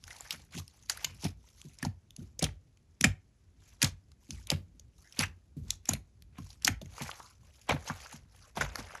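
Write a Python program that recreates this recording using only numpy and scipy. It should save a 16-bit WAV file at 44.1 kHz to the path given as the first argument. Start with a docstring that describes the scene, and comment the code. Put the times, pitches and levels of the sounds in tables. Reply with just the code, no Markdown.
"""A small quiet room, where fingers knead soft slime in a plastic tub, then fold a stretched sheet on a table.
Air pockets burst: a noisy snap over a short hollow ring. Pushes thud: low modes of tub and hand, sagging in pitch.
Sticky skin crackles: grainy noise with tiny bubble rings, driven by squeezes and pulls. Air slides in finger
hollows as narrow noise, the holding hand rumbles, the room answers with decaying noise, and a hush lies behind."""
import sys
import numpy as np
from scipy import signal
from scipy.fft import rfft, irfft, next_fast_len
from scipy.io import wavfile
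from scipy.ndimage import uniform_filter1d, map_coordinates

SR = 44100
rng = np.random.default_rng(int(sys.argv[2]) if len(sys.argv) > 2 else 0)


def persist_wave(psi):
    """Save psi, clipped to +-1, as 16-bit WAV."""
    counts = np.round(np.clip(psi, -1, 1) * 32767).astype(np.int16)
    wavfile.write(sys.argv[1], SR, np.atleast_2d(counts).T)


def ratio(d):
    """dB to gain"""
    e = np.asarray(d, float) / 20
    return 10 ** e


N = 396900

# bursting air pockets: start_s, snap_peak_db, pocket_hz, pocket_peak_db
POCKET_BURSTS = [(0.04, -32.5, 1803, -53), (0.079, -39, 1860, -42), (0.1063, -42, 2070, -40),
                 (0.166, -40.5, 6440, -47), (0.2078, -28, 860, -45), (0.308, -22, 3770, -22),
                 (0.5504, -41, 2530, -40), (0.6796, -37, 3350, -53), (0.898, -14, 1580, -27),
                 (0.9738, -30.5, 1560, -38.5), (1.0457, -17, 2960, -21), (1.252, -26, 710, -33.5),
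                 (1.6164, -34, 3650, -64.5), (1.787, -45, 6740, -40), (1.8278, -27.5, 1890, -29),
                 (1.8503, -24.5, 740, -28.5), (2.1075, -39, 3150, -71), (2.1648, -34, 3250, -56),
                 (2.393, -22.5, 536, -41), (2.426, -16, 600, -26), (2.4417, -15, 471, -31),
                 (2.773, -53.5, 2490, -61), (3.0112, -10, 3610, -24), (3.028, -26.5, 3330, -43.5),
                 (3.0417, -16.5, 2427, -8.5), (3.0418, -30, 748, -24), (3.043, -18.5, 7420, -12),
                 (3.8187, -13, 2610, -18.5), (3.827, -14.5, 2270, -20), (3.829, -16, 6960, -13.5),
                 (3.8452, -17, 5430, -16.5), (4.118, -48.5, 1593, -63.5), (4.3072, -23, 3480, -35),
                 (4.4716, -31, 3190, -45), (4.503, -7, 702, -32), (4.516, -23, 2510, -30),
                 (4.7969, -36.5, 569, -63.5), (5.125, -38.5, 3600, -45.5), (5.1924, -13.5, 3075, -50),
                 (5.1978, -24.5, 2450, -31), (5.225, -44, 1650, -31.5), (5.2362, -27.5, 1800, -23.5),
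                 (5.706, -10, 3380, -28), (5.856, -36.5, 3430, -42.5), (5.8907, -11, 770, -27),
                 (5.935, -18.5, 665, -35.5), (6.223, -40, 2515, -59.5), (6.3841, -44, 1084, -42.5),
                 (6.504, -45.5, 4970, -40), (6.6229, -34.5, 3560, -49.5), (6.648, -15.5, 6060, -11.5),
                 (6.672, -17, 6180, -18.5), (6.6775, -11.5, 2220, -13), (6.678, -31.5, 750, -27.5),
                 (6.8155, -39, 636, -42.5), (6.859, -44, 2570, -49.5), (6.9816, -41.5, 1106, -35),
                 (7.011, -45, 930, -34), (7.092, -53, 1170, -30.5), (7.114, -55, 3500, -31),
                 (7.2012, -57, 1130, -36.5), (7.6928, -28.5, 830, -18.5), (7.707, -41, 2530, -24.5),
                 (7.8996, -43, 1153, -23), (8.061, -63, 1680, -38), (8.556, -44, 940, -45),
                 (8.572, -36, 677, -23.5), (8.611, -27.5, 1480, -17), (8.757, -21.5, 1520, -26),
                 (8.907, -56, 1390, -42), (8.952, -37, 1270, -32.5)]
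# pushes and releases: start_s, level_db, t60_s (how long the finger keeps the tub shaking)
PUSHES = [(0.33, -48.5, 0.58), (0.544, -40.5, 0.29), (.568, -35.5, 0.29), (1.049, -46, 1),
          (1.236, -35.5, 0.47), (1.249, -25.5, 0.091), (1.648, -40, 0.26), (1.828, -30, 0.16),
          (1.858, -25.5, 0.27), (2.182, -38.5, 0.38), (2.423, -22, 0.28), (3.007, -30, 0.17),
          (3.044, -19.5, 0.22), (3.83, -22, 0.3), (4.291, -37.5, 0.89), (4.518, -25, 0.32),
          (4.745, -57, 0.47), (5.188, -29.5, 0.41), (5.566, -33.5, 0.88), (5.889, -27.5, 0.4),
          (5.938, -35, 0.24), (6.385, -35.5, 0.27), (6.65, -36.5, 0.1), (6.684, -27.5, 0.22),
          (6.816, -38.5, 0.38), (7.009, -33.5, 0.22), (7.691, -28.5, 0.38), (7.739, -27.5, 0.23),
          (7.897, -32, 0.15), (8.135, -44, 0.24), (8.57, -36.5, 0.47), (8.607, -34.5, 0.55),
          (8.787, -40.5, 0.23)]
# modes of tub and hand: pitch_hz, level_db, rise_s (before the swell factor of each push)
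TUB_MODES = [(55.6, -1.5, 0.062), (89, 4, 0.045), (140.9, -0.5, 0.0061), (218.6, -2.5, 0.0031)]
# colour of the rough part of a push: freq_hz, level_db (relative, per Hz)
SQUISH_COLOUR = [(40, -32.5), (90, -3), (200, 2.5), (400, -10), (900, -36.5)]
# colour of tearing film, shared by snaps and fizz: freq_hz, level_db (relative, per Hz)
SNAP_COLOUR = [(880, -43), (1500, -14.5), (2420, -2), (3620, 0.5), (6410, 6.5), (8250, -3), (10800, -1),
               (12600, -6.5), (14100, -34)]
# colour of the wet squelch: freq_hz, level_db (relative, per Hz)
SQUELCH_COLOUR = [(250, -32), (500, -7), (1100, -8.5), (2300, -3.5), (4000, -13), (8000, -38)]
# quick squeezes of the slime: peak_s, fizz_db, squelch_db, climb_db_per_s
QUICK_SQUEEZES = [(0.329, -43, -47.5, 494.5), (0.539, -48, -51, 800), (0.583, -43, -56.5, 498),
                  (0.903, -34.5, -42.5, 1507), (1.248, -42, -45.5, 441), (1.844, -51.5, -46.5, 458),
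                  (2.435, -61, -35.5, 913.5), (3.055, -45.5, -36.5, 901), (3.832, -34, -33.5, 1097),
                  (4.517, -61, -38.5, 702), (5.213, -38.5, -34.5, 376), (5.716, -53.5, -60, 308.5),
                  (5.914, -45, -41.5, 505), (6.388, -72, -56, 405.5), (6.674, -45, -42.5, 504),
                  (7.021, -41, -41, 400), (7.699, -41.5, -25.5, 1492), (7.885, -46, -45, 307),
                  (8.14, -50, -61, 299.5), (8.572, -43.5, -39, 1204), (8.614, -41, -32.5, 604),
                  (8.79, -46, -44.5, 400)]
# slow pulls of the slime: start_s, length_s, fizz_db, squelch_db
SLOW_PULLS = [(0.095, 0.17, -57.5, -64), (0.356, 0.042, -59, -66), (0.7, 0.17, -69, -78.5),
              (0.955, 0.14, -56, -58.5), (1.465, 0.024, -66, -77), (1.58, 0.14, -63.5, -78),
              (2.185, 0.08, -70, -80), (3.633, 0.086, -67.5, -72.5), (4.326, 0.056, -58.5, -71.5),
              (5.01, 0.18, -65.5, -80), (6.452, 0.06, -61, -75), (6.989, 0.12, -49.5, -51.5),
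              (7.148, 0.14, -60.5, -70), (7.45, 0.31, -67, -73), (7.76, .1, -61, -60.5),
              (7.93, 0.21, -57, -57), (8.335, 0.15, -67, -71), (8.67, 0.15, -65, -53),
              (8.802, 0.17, -59.5, -52.5)]
# air moving in the hollow left by a finger: start_s, length_s, first_hz, last_hz, level_db
FINGER_HOLLOWS = [(4.323, 0.11, 2900, 1379, -66), (5.037, 0.108, 1750, 1900, -65),
                  (5.205, 0.076, 2400, 3060, -41), (6.678, 0.099, 2200, 2110, -55.5),
                  (7.139, 0.25, 1050, 1310, -60.5), (8.402, 0.12, 1400, 1257, -66)]
# colour of the hand shifting on the tub: freq_hz, level_db (relative, per Hz)
RUMBLE_COLOUR = [(30, -7.5), (62, -1), (100, -6), (420, -34.5), (800, -73)]
# decay of the room's answer: freq_hz, t60_s
ROOM_DECAY = [(150, 0.35), (2000, 0.22), (12000, 0.14)]
# colour of the background hush: freq_hz, level_db (relative, per Hz)
HUSH_COLOUR = [(150, -0.5), (220, 1.5), (1000, -15.5), (3500, -21.5), (6600, -19.5), (8500, -24),
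               (11300, -25.5), (13500, -47)]

TABLE_S = 6.88  # from here on the sheet lies on the table
# pockets die sooner when small (high) and when torn wide open (snap far over ring)
POCKET_T60_S = (0.045, 0.021)  # in the tub, on the table; at 1 kHz with snap as loud as ring
SHORTER_PER_OCTAVE, SHORTER_PER_DB = 0.27, 0.0331  # exponents of the shortening
# pushes under SOFT_DB swell slower, by this much per dB
SOFT_DB, SLOWER_PER_DB = -30, 0.009
SQUISH_DB = -6.5  # rough part of a push against its modes
SQUEEZE_FALL_DB_PER_S = (421, 387)  # fizz, squelch
PULL_RISE_DB_PER_S, PULL_FALL_DB_PER_S = 189, 193
REST_DB = (-87, -89)  # fizz, squelch of the slime left alone
CONTROL_STEP = 44  # samples between effort values


def unit(x):
    """Scales x to rms 1."""
    return x / np.sqrt(np.mean(x ** 2) + 1e-20)


def peak(x):
    """Scales x to a peak of 1."""
    return x / np.abs(x).max()


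def add(track, s, x):
    """Mixes x into the track at time s."""
    track[round(s * SR):][:len(x)] += x


def along(points, hz):
    """Reads a curve of (Hz, value) points on a log frequency axis."""
    f, v = np.transpose(points)
    return np.interp(np.log(hz + 1), np.log(f + 1), v)


def wobble(rate):
    """A smooth random curve with rate knots a second."""
    knots = rng.standard_normal(int(N * rate / SR) + 4)
    return map_coordinates(knots, [np.arange(N) * rate / SR])


def filtered(x, response):
    """Shapes x by a response given as a function of frequency."""
    m = next_fast_len(len(x) + SR // 2)
    return irfft(rfft(x, m) * response(np.fft.rfftfreq(m, 1 / SR)), m)[:len(x)]


def coloured(x, spectrum):
    """Gives x a colour and rms 1."""
    return unit(filtered(x, lambda hz: ratio(along(spectrum, hz))))


def patchy(depth_db, size):
    """Noise whose colour changes in random patches, about a kilohertz wide and size x 1.5 ms long."""
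    z = signal.stft(rng.standard_normal(N + SR), nperseg=128)[2]
    field = uniform_filter1d(rng.standard_normal(z.shape), size=3, axis=0)
    field = uniform_filter1d(field, size=size, axis=1)
    return signal.istft(z * ratio(depth_db * unit(field)), nperseg=128)[1][:N + SR]


def pops():
    """A burst of noise with a very short soft rise before it, then a brief pocket ring."""
    out, lead = np.zeros(N + SR), 0.008
    t = np.arange(SR // 10) / SR - lead
    after = np.maximum(t, 0)
    lead_in = 0.15 * np.exp(t / 0.0015) + 0.85 * np.exp(t / 0.0003)
    onset = np.where(t < 0, lead_in, 1)
    tearing = coloured(patchy(depth_db=6.0, size=8), SNAP_COLOUR)
    rush = rng.standard_normal(N + SR)
    for s, snap_db, hz, pocket_db in POCKET_BURSTS:
        k = round(s * SR)
        octaves, torn_db = np.log2(hz / 1000), max(snap_db - pocket_db, -15)
        shortening = np.exp(-SHORTER_PER_OCTAVE * octaves - SHORTER_PER_DB * torn_db)
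        t60 = POCKET_T60_S[s > TABLE_S] * shortening
        snap_fade = ratio(-60 * after / (0.74 * t60)) + ratio(-60 * after / 0.00083)
        snap = onset * snap_fade * tearing[k:k + len(t)]
        # the mouth widens, so the pitch climbs at first
        ring = np.sin(2 * np.pi * hz * (after - 0.23 * 0.0027 * (1 - np.exp(-after / 0.0017))))
        # air rushing out blurs the ring with noise around the pocket's pitch
        band = signal.butter(2, [hz * 0.72, hz * 1.23], "band", fs=SR)
        blur = unit(signal.lfilter(*band, rush[k:k + len(t)]))
        pocket = onset * ratio(-60 * after / t60) * (0.64 * ring + 0.6 * blur)
        add(out, s - lead, ratio(snap_db) * peak(snap) + ratio(pocket_db) * peak(pocket))
    return out[:N]


def thuds():
    """A push shakes the tub: high modes speak at once and die, low ones swell late; soft slime blurs them all."""
    out, t = np.zeros(N + SR), np.arange(SR // 2) / SR
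    blurs = [1 + 0.8 * (wobble(hz * 0.4) + 1j * wobble(hz * 0.4)) for hz, *_ in TUB_MODES]
    squish = coloured(rng.standard_normal(N), SQUISH_COLOUR) * ratio(3.3 * wobble(45))
    mode_luck_db = rng.standard_normal((len(PUSHES), len(TUB_MODES)))
    for (s, db, t60), luck_db in zip(PUSHES, mode_luck_db):
        k = np.minimum(round(s * SR) + np.arange(len(t)), N - 1)
        slow = 0.5 + SLOWER_PER_DB * max(SOFT_DB - db, 0)
        modes = 0
        for (hz, level_db, rise), gain_db, blur in zip(TUB_MODES, luck_db, blurs):
            # the squeezed wall starts stiffer, so each mode sags in pitch
            phase = 2 * np.pi * np.cumsum(hz * (1 + 0.3 * np.exp(-t / 0.012))) / SR
            swell = (1 - np.exp(-t / (rise * slow))) ** 2
            # damping grows with pitch
            fade = ratio(level_db + gain_db - 60 * t * (1 / t60 + (hz / 100) ** 2))
            modes = modes + swell * fade * (blur[k] * np.exp(1j * phase)).imag
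        rough = (1 - np.exp(-t / (0.0024 * slow))) * ratio(-60 * t / (0.68 * t60)) * squish[k]
        add(out, s, ratio(db) * (peak(modes) + ratio(SQUISH_DB) * peak(rough)))
    return out[:N]


def crackle():
    """Sticky skin peels off: a fine bright fizz over a lower, wetter squelch, with bubbles in both."""
    fizz_db, squelch_db = effort()
    lumps_db = 1.3 * wobble(25)
    fizz = coloured(grains(rate=150, spread_db=3, life=0.0025), SNAP_COLOUR)
    squelch = coloured(grains(rate=150, spread_db=0.5, life=0.0027), SQUELCH_COLOUR)
    # the wide sheet on the table sounds darker than the lump in the tub
    darker = unit(signal.lfilter(*signal.butter(1, 1000, fs=SR), squelch))
    squelch = np.where(np.arange(N) < TABLE_S * SR, squelch, darker)
    wet = bubbles(per_s=220, cycles=4, spread_db=3.5)
    fizz_gain, squelch_gain = ratio(fizz_db + lumps_db), ratio(squelch_db + lumps_db)
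    wet_gain = ratio(-9.5) * np.hypot(fizz_gain, squelch_gain)
    return fizz_gain * fizz + squelch_gain * squelch + wet_gain * wet


def effort():
    """Levels of fizz and squelch in dB: the strongest squeeze or pull of the moment, or rest."""
    peak_s, *squeeze_db, climb = np.transpose(QUICK_SQUEEZES)
    start, length, *pull_db = np.transpose(SLOW_PULLS)
    control = np.arange(0, N, CONTROL_STEP)
    out = []
    for quick_db, slow_db, fall, rest_db in zip(squeeze_db, pull_db, SQUEEZE_FALL_DB_PER_S, REST_DB):
        squeezes = swell_db(peak_s, 0, quick_db, climb[:, None], fall)
        pulls = swell_db(start, length, slow_db, PULL_RISE_DB_PER_S, PULL_FALL_DB_PER_S)
        strongest = np.vstack([squeezes, pulls]).max(axis=0)
        out.append(np.interp(np.arange(N), control, np.maximum(strongest, rest_db)))
    return out


def swell_db(start, length, db, rise, fall):
    """Levels that climb at a steady dB rate, hold and sink again; one row per event."""
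    t = np.arange(0, N, CONTROL_STEP) / SR
    start, end, db = (np.asarray(v)[:, None] for v in (start, start + length, db))
    return db - rise * np.maximum(start - t, 0) - fall * np.maximum(t - end, 0)


def grains(rate, spread_db, life):
    """Tiny tears at random moments and of very unequal size, each a short puff of noise, over a steady peel."""
    chance = rng.random((2, N))
    sizes = (chance[0] < rate / SR) * ratio(-spread_db * np.log(chance[1] + 0.02))
    t = np.arange(SR // 50) / SR
    puffs = unit(signal.fftconvolve(sizes, np.exp(-t / life))[:N])
    peel = 0.9
    return (peel + puffs) * patchy(depth_db=3.5, size=14)[:N]


def bubbles(per_s, cycles, spread_db):
    """Tiny trapped bubbles burst at random, each a short rising ring of its own pitch and size."""
    when, pitch, size = rng.random((round(per_s * N / SR), 3)).T
    hz = (700 * (7500 / 700) ** pitch)[:, None]
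    t = np.arange(SR // 50) / SR
    rising = hz * t * (1 + 0.02 * hz * t / cycles)
    rings = np.sin(2 * np.pi * rising) * np.exp(-hz * t / cycles)
    rings *= ratio(-spread_db * np.log(size + 0.01))[:, None]
    where = (when * N).astype(int)[:, None] + np.arange(len(t))
    return unit(np.bincount(where.ravel(), rings.ravel(), N + SR)[:N])


def hollows():
    """A narrow band of noise slides in pitch as the hollow changes its size."""
    out = np.zeros(N + SR)
    flutter = (wobble(650) + 1j * wobble(650)) * ratio(5 * wobble(70))
    for s, length, first_hz, last_hz, db in FINGER_HOLLOWS:
        u = np.arange(round(length * SR)) / (length * SR)
        phase = 2 * np.pi * np.cumsum(first_hz + (last_hz - first_hz) * u) / SR
        air = flutter[round(s * SR):][:len(u)] * np.exp(1j * phase)
        add(out, s, ratio(db) * np.sin(np.pi * u ** 0.53) ** 2 * air.real)
    return out[:N]


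def handling():
    """The hand that holds the tub shifts in uneven lumps, more so while the other hand works the slime."""
    effort_db = uniform_filter1d(effort()[1], size=SR // 5)
    lumps_db = 3.5 * wobble(13)
    gain = ratio(-61 + 0.051 * (effort_db + 72.0) + lumps_db)
    return gain * coloured(rng.standard_normal(N), RUMBLE_COLOUR)


def room(x):
    """Each frequency of the room's answer dies at its own speed; the tail differs from moment to moment."""
    out, step = np.zeros(N + SR), SR // 4
    for k in range(0, N, step):
        hz, t, z = signal.stft(rng.standard_normal(SR // 3), SR, nperseg=256)
        fade = ratio(-60 * t / along(ROOM_DECAY, hz)[:, None])
        tail = signal.istft(z * fade, SR, nperseg=256)[1]
        answer = signal.fftconvolve(x[k:k + step], tail / np.linalg.norm(tail))
        add(out, k / SR + 0.009, answer)  # 9 ms later
    return out[:N]


def hush():
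    """Steady coloured noise, the faint floor behind everything."""
    return ratio(-74.5) * coloured(rng.standard_normal(N), HUSH_COLOUR)


def scene():
    """Mixes all sources with the room's answer and the hush behind them."""
    near = pops() + crackle() + hollows()
    return (near + ratio(-19) * room(near) + thuds() + handling() + hush())[None]


def band_limit(x):
    """A steep low-pass at the top of the band."""
    return signal.sosfilt(signal.butter(12, 14220, fs=SR, output="sos"), x)


def record(dry):
    """The microphone end loses deep bass and top treble and has a dip near 8.6 kHz."""
    band = signal.butter(5, [42, 13200], "band", fs=SR, output="sos")
    dipped = filtered(dry[0], lambda hz: 1 - 0.48 * np.exp(-((hz - 8600) / 600) ** 2))
    mix = signal.sosfilt(band, dipped[None])
    return band_limit(mix)


dry = scene()
out = record(dry)
persist_wave(out)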